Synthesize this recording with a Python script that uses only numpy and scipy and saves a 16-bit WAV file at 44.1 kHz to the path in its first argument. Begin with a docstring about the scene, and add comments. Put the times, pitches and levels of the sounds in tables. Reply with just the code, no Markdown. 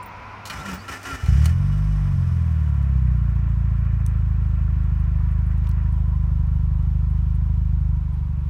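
"""A turbocharged four-cylinder is cranked, catches, flares and sinks to a lumpy idle, heard from the
driver's seat. The fuel pump hums, the starter clacks in and grinds through four compressions, then the
exhaust pulses boom in the cabin over the whirr of the engine bay, muffled by the bulkhead.
Close to the microphone the keys jingle on their ring and the plastic trim ticks."""
import sys
import numpy as np
from scipy import signal
from scipy.fft import rfft, irfft
from scipy.io import wavfile
from scipy.ndimage import uniform_filter1d

SR = 44100
rng = np.random.default_rng(int(sys.argv[2]) if len(sys.argv) > 2 else 0)


def unload_audio(sound):
    """Save the sound as a 16-bit wav file, at the path given as the first command line argument."""
    columns = np.transpose(np.atleast_2d(sound))
    # keep every value between -1 and 1, then stretch to whole-number steps
    steps = np.round(np.clip(columns, -1, 1) * 32767)
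    wavfile.write(sys.argv[1], SR, steps.astype(np.int16))


N = 374409
TIME = np.arange(N) / SR

# The crankshaft once the engine fires. Each row: time in seconds, speed in turns per second.
CRANK_SPEED = [(1.22, 13.24), (1.34, 34.05), (1.61, 47.03), (1.87, 50.43), (2.73, 35.82), (3.25, 28.37),
               (3.96, 27.34), (4.04, 26.81), (5.11, 25.43), (5.67, 26.37), (6.44, 24.98), (7.57, 25.84),
               (8.26, 24.35), (8.49, 24.29)]
# The cylinders in firing order. Each row: relative pulse size in dB, lateness in turns.
CYLINDER_PULSES = [(1.5, 0.014), (-22, 0.011), (3, 0.028), (-19, 0.062)]
# Silencer and cabin, heard from the seat. Each row: frequency in Hz, gain in dB.
BOOM_COLOUR = [(24, -14.5), (40, -26.5), (51, 4.5), (62, 3.5), (78, 5), (104, -11), (122, -4), (152, -4),
               (178, -17.5), (207, -17), (250, -46), (285, -53), (420, -60), (900, -85)]
# The engine pulls harder. 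Each row: peak time in seconds, gain in dB, rise and fall in seconds.
EXHAUST_SURGES = [(1.335, 5, 0.063, 0.2), (3.051, 2, .15, .15)]
# Cylinders blowing down before the engine catches. Each row: start in seconds, peak level in dB.
BLOWDOWNS = [(0.544, -31), (0.578, -30.5), (0.726, -28.5), (.775, -34), (.9, -33.5), (1.126, -25)]
# The engine bay's whirr through the bulkhead. Each row: frequency in Hz, gain in dB.
BAY_WHIRR_COLOUR = [(150, -10.5), (300, -6), (420, -14.5), (520, -14), (660, -6.5), (820, -19.5), (980, -6),
                    (1250, -8.5), (1560, -12.5), (1800, -11), (2100, -17.5), (2500, -17.5), (3200, -34),
                    (4500, -46.5), (7700, -67)]
# The hiss above that whirr. Each row: frequency in Hz, gain in dB.
BAY_HISS_COLOUR = [(2200, -8), (3100, 1.5), (4300, -5.5), (5500, -4), (7500, -7.5), (9500, -10),
                   (10600, -15), (15500, -12.5)]
# Block, bell housing and bulkhead ringing. 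Each row: frequency in Hz, width in Hz, relative gain in dB.
PANEL_MODES = [(635, 45, -3.5), (1010, 26, -20.5), (1370, 33, 3), (1755, 97, -8), (2433, 73, -3.5),
               (2927, 41, 0.5), (3090, 27, -3.5), (5700, 15, -5), (5740, 28, -6.5)]
# The starter's grinding. Each row: frequency in Hz, gain in dB.
GRIND_COLOUR = [(150, -11.5), (280, -3), (480, -13), (1070, -11), (1380, -9), (1900, -8.5), (2500, -14.5),
                (4100, -23), (5400, -19.5), (7500, -22.5), (9500, -29), (10500, -33.5), (12000, -29.5),
                (15500, -37)]
# Compressions loading the starter. Each row: start and length in seconds, armature rate in Hz,
# grinding level in dB, hum level in dB.
COMPRESSIONS = [(.49, .13, 174.7, -38.5, -39), (0.642, .1, 206.8, -36.5, -31),
                (0.875, .07, 273.8, -34.5, -43.5), (1.029, 0.12, 302.6, -35, -40.5)]
# The starter's housing. Each row: frequency in Hz, width in Hz, relative gain in dB.
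STARTER_MODES = [(4800, 200, -5.5), (5280, 280, 0.5), (5970, 280, -2), (8100, 400, -8), (9080, 500, -7.5)]
# Gear teeth whining. Each row: start and length in seconds, starting pitch in Hz, level in dB.
GEAR_WHINES = [(0.573, .055, 3250, -49), (0.778, 0.059, 4300, -50)]
# Solenoid and pinion. Each row: start in seconds, level in dB, 60 dB decay in seconds, centre in Hz.
SOLENOID_CLACKS = [(.454, -37, 0.14, 4740), (.473, -40, 0.06, 7100), (.499, -30.5, 0.072, 2120),
                   (.881, -41, 0.039, 2400), (1.03, -43, 0.054, 5970), (1.26, -42, 0.025, 3990),
                   (1.444, -41, 0.059, 6180), (1.457, -27, 0.03, 5940), (1.457, -32, 0.036, 1300)]
# Fuel rushing through the pump. Each row: frequency in Hz, gain in dB.
FUEL_RUSH_COLOUR = [(25, -15.5), (60, -0.5), (130, -8.5), (210, -7), (300, -16), (580, -13.5), (950, -7),
                    (1150, -10), (1400, -8), (1700, -17), (2400, -14), (3200, -29), (5600, -34),
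                    (7500, -47.5), (15000, -58)]
# Keys touching. Each row: start in seconds, relative level in dB, pitch of the struck key in Hz.
KEY_TOUCHES = [(.026, -38, 7400), (.028, -36, 15200), (.03, -36, 9400), (.06, -22, 13400),
               (.74, -27, 15360), (4.998, -46, 10000), (5.313, -48, 9650), (5.465, -44, 9900),
               (5.924, -47, 9100), (6.082, -50, 9150), (7.35, -44, 10000), (8.14, -50, 9280)]
# The keys' ringing. Each row: frequency in Hz, relative level in dB, 60 dB decay in seconds.
KEY_RINGS = [(7500, -3, .05), (8600, -1.5, .05), (8750, -11.5, .04), (9160, -3.5, 0.069),
             (9640, -0.5, 0.033), (10200, -9, 0.04), (11400, -7.5, .05), (15230, -1.5, .06)]
# Plastic trim. Each row: start in seconds, level in dB, 60 dB decay in seconds, centre in Hz.
TRIM_TICKS = [(4.0638, -31, 0.0047, 8700), (4.0640, -38, 0.0075, 5230), (5.579, -52, .005, 9000),
              (5.644, -49, .01, 3300), (5.656, -53, 0.0069, 3600), (5.670, -42, 0.014, 3000),
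              (5.674, -52, 0.0072, 5170), (5.691, -38, .006, 12000), (5.692, -41, .008, 3000),
              (5.713, -46, 0.014, 4460)]
# The body shell's drone around the seat. Each row: frequency in Hz, gain in dB.
SHELL_COLOUR = [(150, -5.5), (280, 2), (340, -1), (420, -4.5), (540, -20), (800, -4.5), (1000, -6.5),
                (1500, -19.5), (2200, -23.5), (3400, -23), (4500, -28), (7000, -39)]

IDLE_HZ, FIRST_FIRING_S = 26, 1.227
# The starter is engaged, overrun by the engine, and let go.
STARTER_ON_S, OVERRUN_S, STARTER_OFF_S = .48, 1.22, 1.569
LOAD_ATTACK_S, LOAD_RELEASE_S = .016, .042
# Late in the idle the boom drops a little and loses its throaty note.
SOFTER_S, SOFTER_DB, SOFTER_FADE_S = 7.94, -3.7, .11


def exhaust(crank, speed, rush_db=-28, thud_hz=110, pipe_delay_s=.0031, jitter_s=.00015):
    """Two firings a turn, alternately strong and weak, boom through the silencer into the cabin."""
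    firing = np.arange(int(2 * crank[-1]))
    size_db, late_turns = np.array(CYLINDER_PULSES)[firing % len(CYLINDER_PULSES)].T
    time_luck, size_luck = rng.standard_normal((len(firing), 2)).T
    running = crank > 0
    times = np.interp(firing / 2 + late_turns, crank[running], TIME[running])
    times = times + pipe_delay_s + jitter_s * time_luck
    scatter_db = np.where(firing % 2, 1.8, .5)  # weak firings vary more
    sizes = undb(size_db + scatter_db * size_luck)
    # The first charge burns slowly and gives a duller thud.
    thud = signal.lfilter(*signal.butter(1, thud_hz, fs=SR), impulses(times[:1], sizes[:1]))
    pulses = thud + impulses(times[1:], sizes[1:])
    boom = cabin_boom(colour(pulses, BOOM_COLOUR), speed)
    # Even out the level, whichever resonance the firings happen to meet.
    power = uniform_filter1d(boom ** 2, size=7000)
    boom /= np.sqrt(np.maximum(power, np.mean(boom ** 2) / 10))
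    rush = unit(colour(noise(), BOOM_COLOUR)) * ramp(STARTER_ON_S, .1)
    return (boom + undb(rush_db) * rush) * undb(exhaust_db())


def exhaust_db(steady_db=-18.5):
    """Exhaust level at the seat: it steps up as the engine catches, surges twice and drops late on."""
    catching_db = np.interp(TIME, [1.24, 1.28], [-5, 0])
    level_db = steady_db + catching_db + SOFTER_DB * ramp(SOFTER_S, SOFTER_FADE_S)
    for peak_s, db, rise_s, fall_s in EXHAUST_SURGES:
        level_db += db * swell(peak_s, np.where(TIME < peak_s, rise_s, fall_s))
    return level_db


def cabin_boom(boom, speed, throat_hz=107.8, bark_hz=233.4, gain_db=7):
    """A standing wave in the cabin adds a throaty note; above idle the harder pulses add a bark."""
    revving = np.maximum(np.log2(speed / IDLE_HZ), 0)
    throat = band(boom, throat_hz, width_hz=6.2) * (1 - ramp(SOFTER_S, SOFTER_FADE_S))
    bark = band(band(boom, bark_hz, width_hz=11), bark_hz, width_hz=11) * revving ** 2
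    return boom + undb(gain_db) * (throat + bark)


def chuffs():
    """Unburnt charges puff out of the exhaust while the engine is cranked."""
    times, db = np.transpose(BLOWDOWNS)
    ring_peak = np.abs(colour(impulses([0], [1]), BOOM_COLOUR)).max()
    return colour(impulses(times, undb(db)), BOOM_COLOUR) / ring_peak


def engine_bay(crank, speed, whirr_db=-50, hiss_db=-68, hush_s=5.88, treble_hz=1400):
    """Belts, gears and valves whirr behind the bulkhead, louder with speed, pulsing with the firings."""
    beat = np.cos(2 * np.pi * 2 * crank)
    whirr = noise() * undb(1.5 * beat + .81 * walk(30))
    whirr = unit(panels(colour(whirr, BAY_WHIRR_COLOUR), ring_db=-3.5))
    hiss = noise() * undb(.4 * beat + 1.3 * walk(120))
    hiss = unit(panels(colour(hiss, BAY_HISS_COLOUR), ring_db=-.5))
    # The whirr's treble drops in a quick step, then whirr and hiss slide away.
    dull = signal.filtfilt(*signal.butter(2, treble_hz, fs=SR), whirr)
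    whirr = dull + (whirr - dull) * undb(-7 * ramp(hush_s, .072))
    slide_db = -2 * np.maximum(TIME - hush_s, 0)
    doublings = np.log2(speed / IDLE_HZ)
    whirr *= undb(whirr_db + 3.5 * doublings + slide_db)
    hiss *= undb(hiss_db + 9.5 * doublings + .44 * slide_db)
    return (whirr + hiss) * between(1.32, 9, fade_s=.12)


def starter(mesh_depth=.11, gear_db=-5, housing_db=-16):
    """Gear grinding and armature hum, loudest as each piston is pushed over compression."""
    armature_hz, grind_gain, hum_gain = starter_load()
    angle = 2 * np.pi * turns(armature_hz * (1 + .014 * walk(220)))
    scrape = noise() * (1 + mesh_depth * np.cos(angle)) * undb(1.7 * walk(130))
    grind = unit(panels(colour(scrape, GRIND_COLOUR), ring_db=5))
    # The teeth only sing while they carry load, before the engine overruns them.
    teeth = np.sin(7 * angle) + np.sin(5 * angle) + np.sin(9 * angle) / 2
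    gears = unit(panels(teeth, ring_db=14)) * between(.45, 1.28, fade_s=.054)
    grinding = grind + undb(gear_db) * gears + undb(housing_db) * starter_housing()
    engaged = ramp(STARTER_ON_S, LOAD_ATTACK_S) * (1 - ramp(STARTER_OFF_S - .07, .052))
    return grinding * grind_gain * engaged, np.sin(angle) * hum_gain


def starter_load(free_db=-46, overrun_db=-41, overrun_hz=410, sag_per_s=1.3):
    """Each compression loads and slows the starter until the engine overruns it."""
    rate_points, hum_gain = [], 0
    overrun = ramp(OVERRUN_S - LOAD_RELEASE_S, LOAD_RELEASE_S)
    grind_gain = undb(free_db + (overrun_db - free_db) * overrun)
    for start, length, hz, grind_db, hum_db in COMPRESSIONS:
        release = np.exp(-np.maximum(TIME - start - length, 0) / LOAD_RELEASE_S)
        grind_gain = np.maximum(grind_gain, undb(grind_db) * ramp(start, LOAD_ATTACK_S) * release)
        hum_gain += undb(hum_db) * ramp(start, length * .39) * release
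        held_s = length + LOAD_ATTACK_S
        rate_points += [(start, hz), (start + held_s, hz * np.exp(-sag_per_s * held_s))]
    rate_points += [(OVERRUN_S, rate_points[-1][1]), (STARTER_OFF_S, overrun_hz)]
    return curve(rate_points), grind_gain, hum_gain


def starter_housing():
    """The starter's housing, rung by the scraping of its gears."""
    scrape = noise()
    modes = [undb(db) * band(band(scrape, hz, width), hz, width) for hz, width, db in STARTER_MODES]
    return unit(sum(modes))


def solenoid(ping_hz=4150, ping_db=4):
    """The solenoid throws the pinion in and out; the pinion pings and the panels ring."""
    cracks = bursts(SOLENOID_CLACKS, relative_width=.98)
    return panels(cracks, ring_db=9.5) + undb(ping_db) * band(cracks, ping_hz, width_hz=200)


def gear_whines(rise_hz_per_s=11000, roughness=.03):
    """Between compressions the freed gears give a short, rough, rising whine."""
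    out = np.zeros(N)
    for start, length, hz, db in GEAR_WHINES:
        pitch = hz + rise_hz_per_s * length * ramp(start, length)
        out += undb(db) * between(start, start + length) * tone(pitch * (1 + roughness * walk(900)))
    return out


def starter_coasting(level_db=-63, fall_db_per_s=4, stop_s=2.7, fade_s=.36):
    """The released starter spins down with a faint metallic ring."""
    spinning = ramp(STARTER_OFF_S - .1, .078) * (1 - ramp(stop_s - fade_s, fade_s))
    return starter_housing() * spinning * undb(level_db - fall_db_per_s * (TIME - STARTER_OFF_S))


def fuel_pump(hum_hz=100.5, hum_db=-46, whirr_hz=990, primed_s=.53):
    """A small motor hums and pushes fuel with a rush and a fluttering whirr, loudest while it primes."""
    rush_db = np.interp(TIME, [primed_s, primed_s + 1.8], [-39.5, -59])
    whirr_db = np.interp(TIME, [primed_s, primed_s + .2], [-46.5, -63])
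    whirr_db += 8 * np.exp(-TIME / .15)  # pressure first builds
    whirr_db += 7 * swell(peak_s=6.1, width_s=.61)
    hum = np.sqrt(2) * tone(hum_hz * (1 + .01 * walk(7.9)))
    whirr = unit(undb(2.5 * walk(45)) * tone(whirr_hz * (1 + .03 * walk(170))))
    rush = unit(colour(noise(), FUEL_RUSH_COLOUR))
    return hum * undb(hum_db) + whirr * undb(whirr_db) + rush * undb(rush_db)


def keys(scatter_db=3, focus_db_per_octave=48, gain_db=-12):
    """The keys ring within arm's reach; every touch favours the modes near the pitch of one key."""
    times, touch_db, struck_hz = np.vstack([KEY_TOUCHES, shaken_keys()]).T
    chance = rng.standard_normal((len(times), len(KEY_RINGS)))
    out = np.zeros(N)
    for (hz, mode_db, t60), luck in zip(KEY_RINGS, chance.T):
        octaves_away = np.abs(np.log2(hz / struck_hz))
        sizes = undb(touch_db + mode_db + scatter_db * luck - focus_db_per_octave * octaves_away)
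        pole = np.exp((2j * np.pi * hz - np.log(1000) / t60) / SR)
        out += signal.lfilter([1], [1, -pole], impulses(times, sizes) + 1e-18).imag
    return out * undb(gain_db)


def shaken_keys(count=12, from_s=5.5, touch_db=-58.5, pitch_hz=9500):
    """The idle shakes the hanging keys into faint random touches, as rows like KEY_TOUCHES."""
    times = rng.uniform(from_s, TIME[-1], count)
    pitches = pitch_hz * rng.uniform(.95, 1.05, count)
    return np.column_stack([times, np.full(count, touch_db), pitches])


def trim():
    """Plastic trim ticks and creaks close to the microphone."""
    return bursts(TRIM_TICKS, relative_width=.4)


def body_shell(crank, drone_db=-56, hum_db=-54, panel_hz=295, cycles_per_turn=10.5):
    """The shell drones all round; a belt-driven accessory hums as it passes through a panel resonance."""
    accessory = np.sin(2 * np.pi * cycles_per_turn * crank)
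    hum = band(accessory * undb(4 * walk(11)), panel_hz, width_hz=26)
    drone = unit(colour(noise(), SHELL_COLOUR)) * undb(1.3 * walk(10))
    return (undb(hum_db) * hum + undb(drone_db) * drone) * between(1.15, 9.8, fade_s=.088)


def panels(x, ring_db):
    """The metal between engine and microphone adds its resonances."""
    return x + undb(ring_db) * sum(undb(db) * band(x, hz, width) for hz, width, db in PANEL_MODES)


def cabin(x, t60, wet_db):
    """Nearby glass and dashboard give a very short tail that ripples the spectrum."""
    age = TIME[:SR // 8]
    tail = rng.standard_normal(len(age)) * undb(-60 * age / t60) * (age > .002)
    return x + undb(wet_db) * signal.fftconvolve(x, tail / np.sqrt(np.sum(tail ** 2)))[:N]


def bursts(table, relative_width):
    """Short cracks of noise, each with its own decay and brightness."""
    out = np.zeros(N)
    age = TIME[:SR // 5]
    for start_s, db, t60, hz in table:
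        start = int(start_s * SR)
        crack = unit(band(rng.standard_normal(len(age)), hz, relative_width * hz))
        out[start:start + len(age)] += crack * undb(db - 60 * age / t60)
    return out


def band(x, hz, width_hz):
    """A resonance with gain one at its centre."""
    return signal.lfilter(*signal.iirpeak(hz, hz / width_hz, fs=SR), x)


def colour(x, points, size=16384):
    """Causal filter through the (Hz, dB) points, falling 6 dB an octave below the first."""
    hz, db = np.transpose(points)
    bins = np.maximum(np.arange(size // 2 + 1) * SR / size, 1)
    gain_db = np.interp(np.log(bins), np.log(hz), db) + 20 * np.log10(np.minimum(bins / hz[0], 1))
    # Folding the cepstrum gives minimum phase.
    cepstrum = irfft(np.log(undb(gain_db)))
    cepstrum[1:size // 2] *= 2
    cepstrum[size // 2 + 1:] = 0
    return signal.fftconvolve(x, irfft(np.exp(rfft(cepstrum))))[:N]


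def noise():
    """White noise."""
    return rng.standard_normal(N)


def walk(rate_hz):
    """A smooth random wander with an rms of one."""
    hold = int(SR / rate_hz)
    steps = np.repeat(rng.standard_normal(N // hold + 1), hold)[:N]
    return unit(uniform_filter1d(steps, hold))


def impulses(times, sizes):
    """Single pushes at the given times."""
    return np.bincount(np.clip(np.asarray(times) * SR, 0, N).astype(int), sizes, N + 1)[:N]


def turns(hz):
    """Revolutions counted from a rate."""
    return np.cumsum(hz) / SR


def tone(hz):
    """A sine that follows a changing pitch."""
    return np.sin(2 * np.pi * turns(hz))


def curve(points):
    """Straight lines through (seconds, value) points."""
    return np.interp(TIME, *np.transpose(points))


def ramp(start_s, length_s):
    """Zero before the start, then rising to one."""
    return np.clip((TIME - start_s) / length_s, 0, 1)


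def between(start_s, end_s, fade_s=.014):
    """One from start to end, with soft edges."""
    return ramp(start_s, fade_s) * np.clip((end_s - TIME) / fade_s, 0, 1)


def swell(peak_s, width_s):
    """A bell curve of height one."""
    return np.exp(-((TIME - peak_s) / width_s) ** 2)


def undb(db):
    """Decibels to gain."""
    return 10 ** (np.asarray(db) / 20)


def unit(x):
    """Scale to an rms of one."""
    return x / np.sqrt(np.mean(x ** 2))


def scene():
    """The start and the idle, on one microphone behind the steering wheel."""
    speed = curve(CRANK_SPEED)
    crank = turns(speed * (TIME >= FIRST_FIRING_S))
    grinding, armature_hum = starter()
    # Sound from behind the bulkhead carries more reflection than the clacks, trim and keys.
    bay = engine_bay(crank, speed) + grinding + gear_whines() + starter_coasting()
    far = cabin(bay, t60=.07, wet_db=-10)
    near = cabin(solenoid() + trim() + keys(), t60=.14, wet_db=-13)
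    low_end = exhaust(crank, speed) + body_shell(crank) + armature_hum + chuffs()
    return (low_end + fuel_pump() + far + near)[None]


def record(dry):
    """The phone at the driver's seat cuts the top treble."""
    top_hz = 15900
    return signal.sosfilt(signal.ellip(8, .2, 70, top_hz, fs=SR, output="sos"), dry)


dry = scene()
out = record(dry)
unload_audio(out)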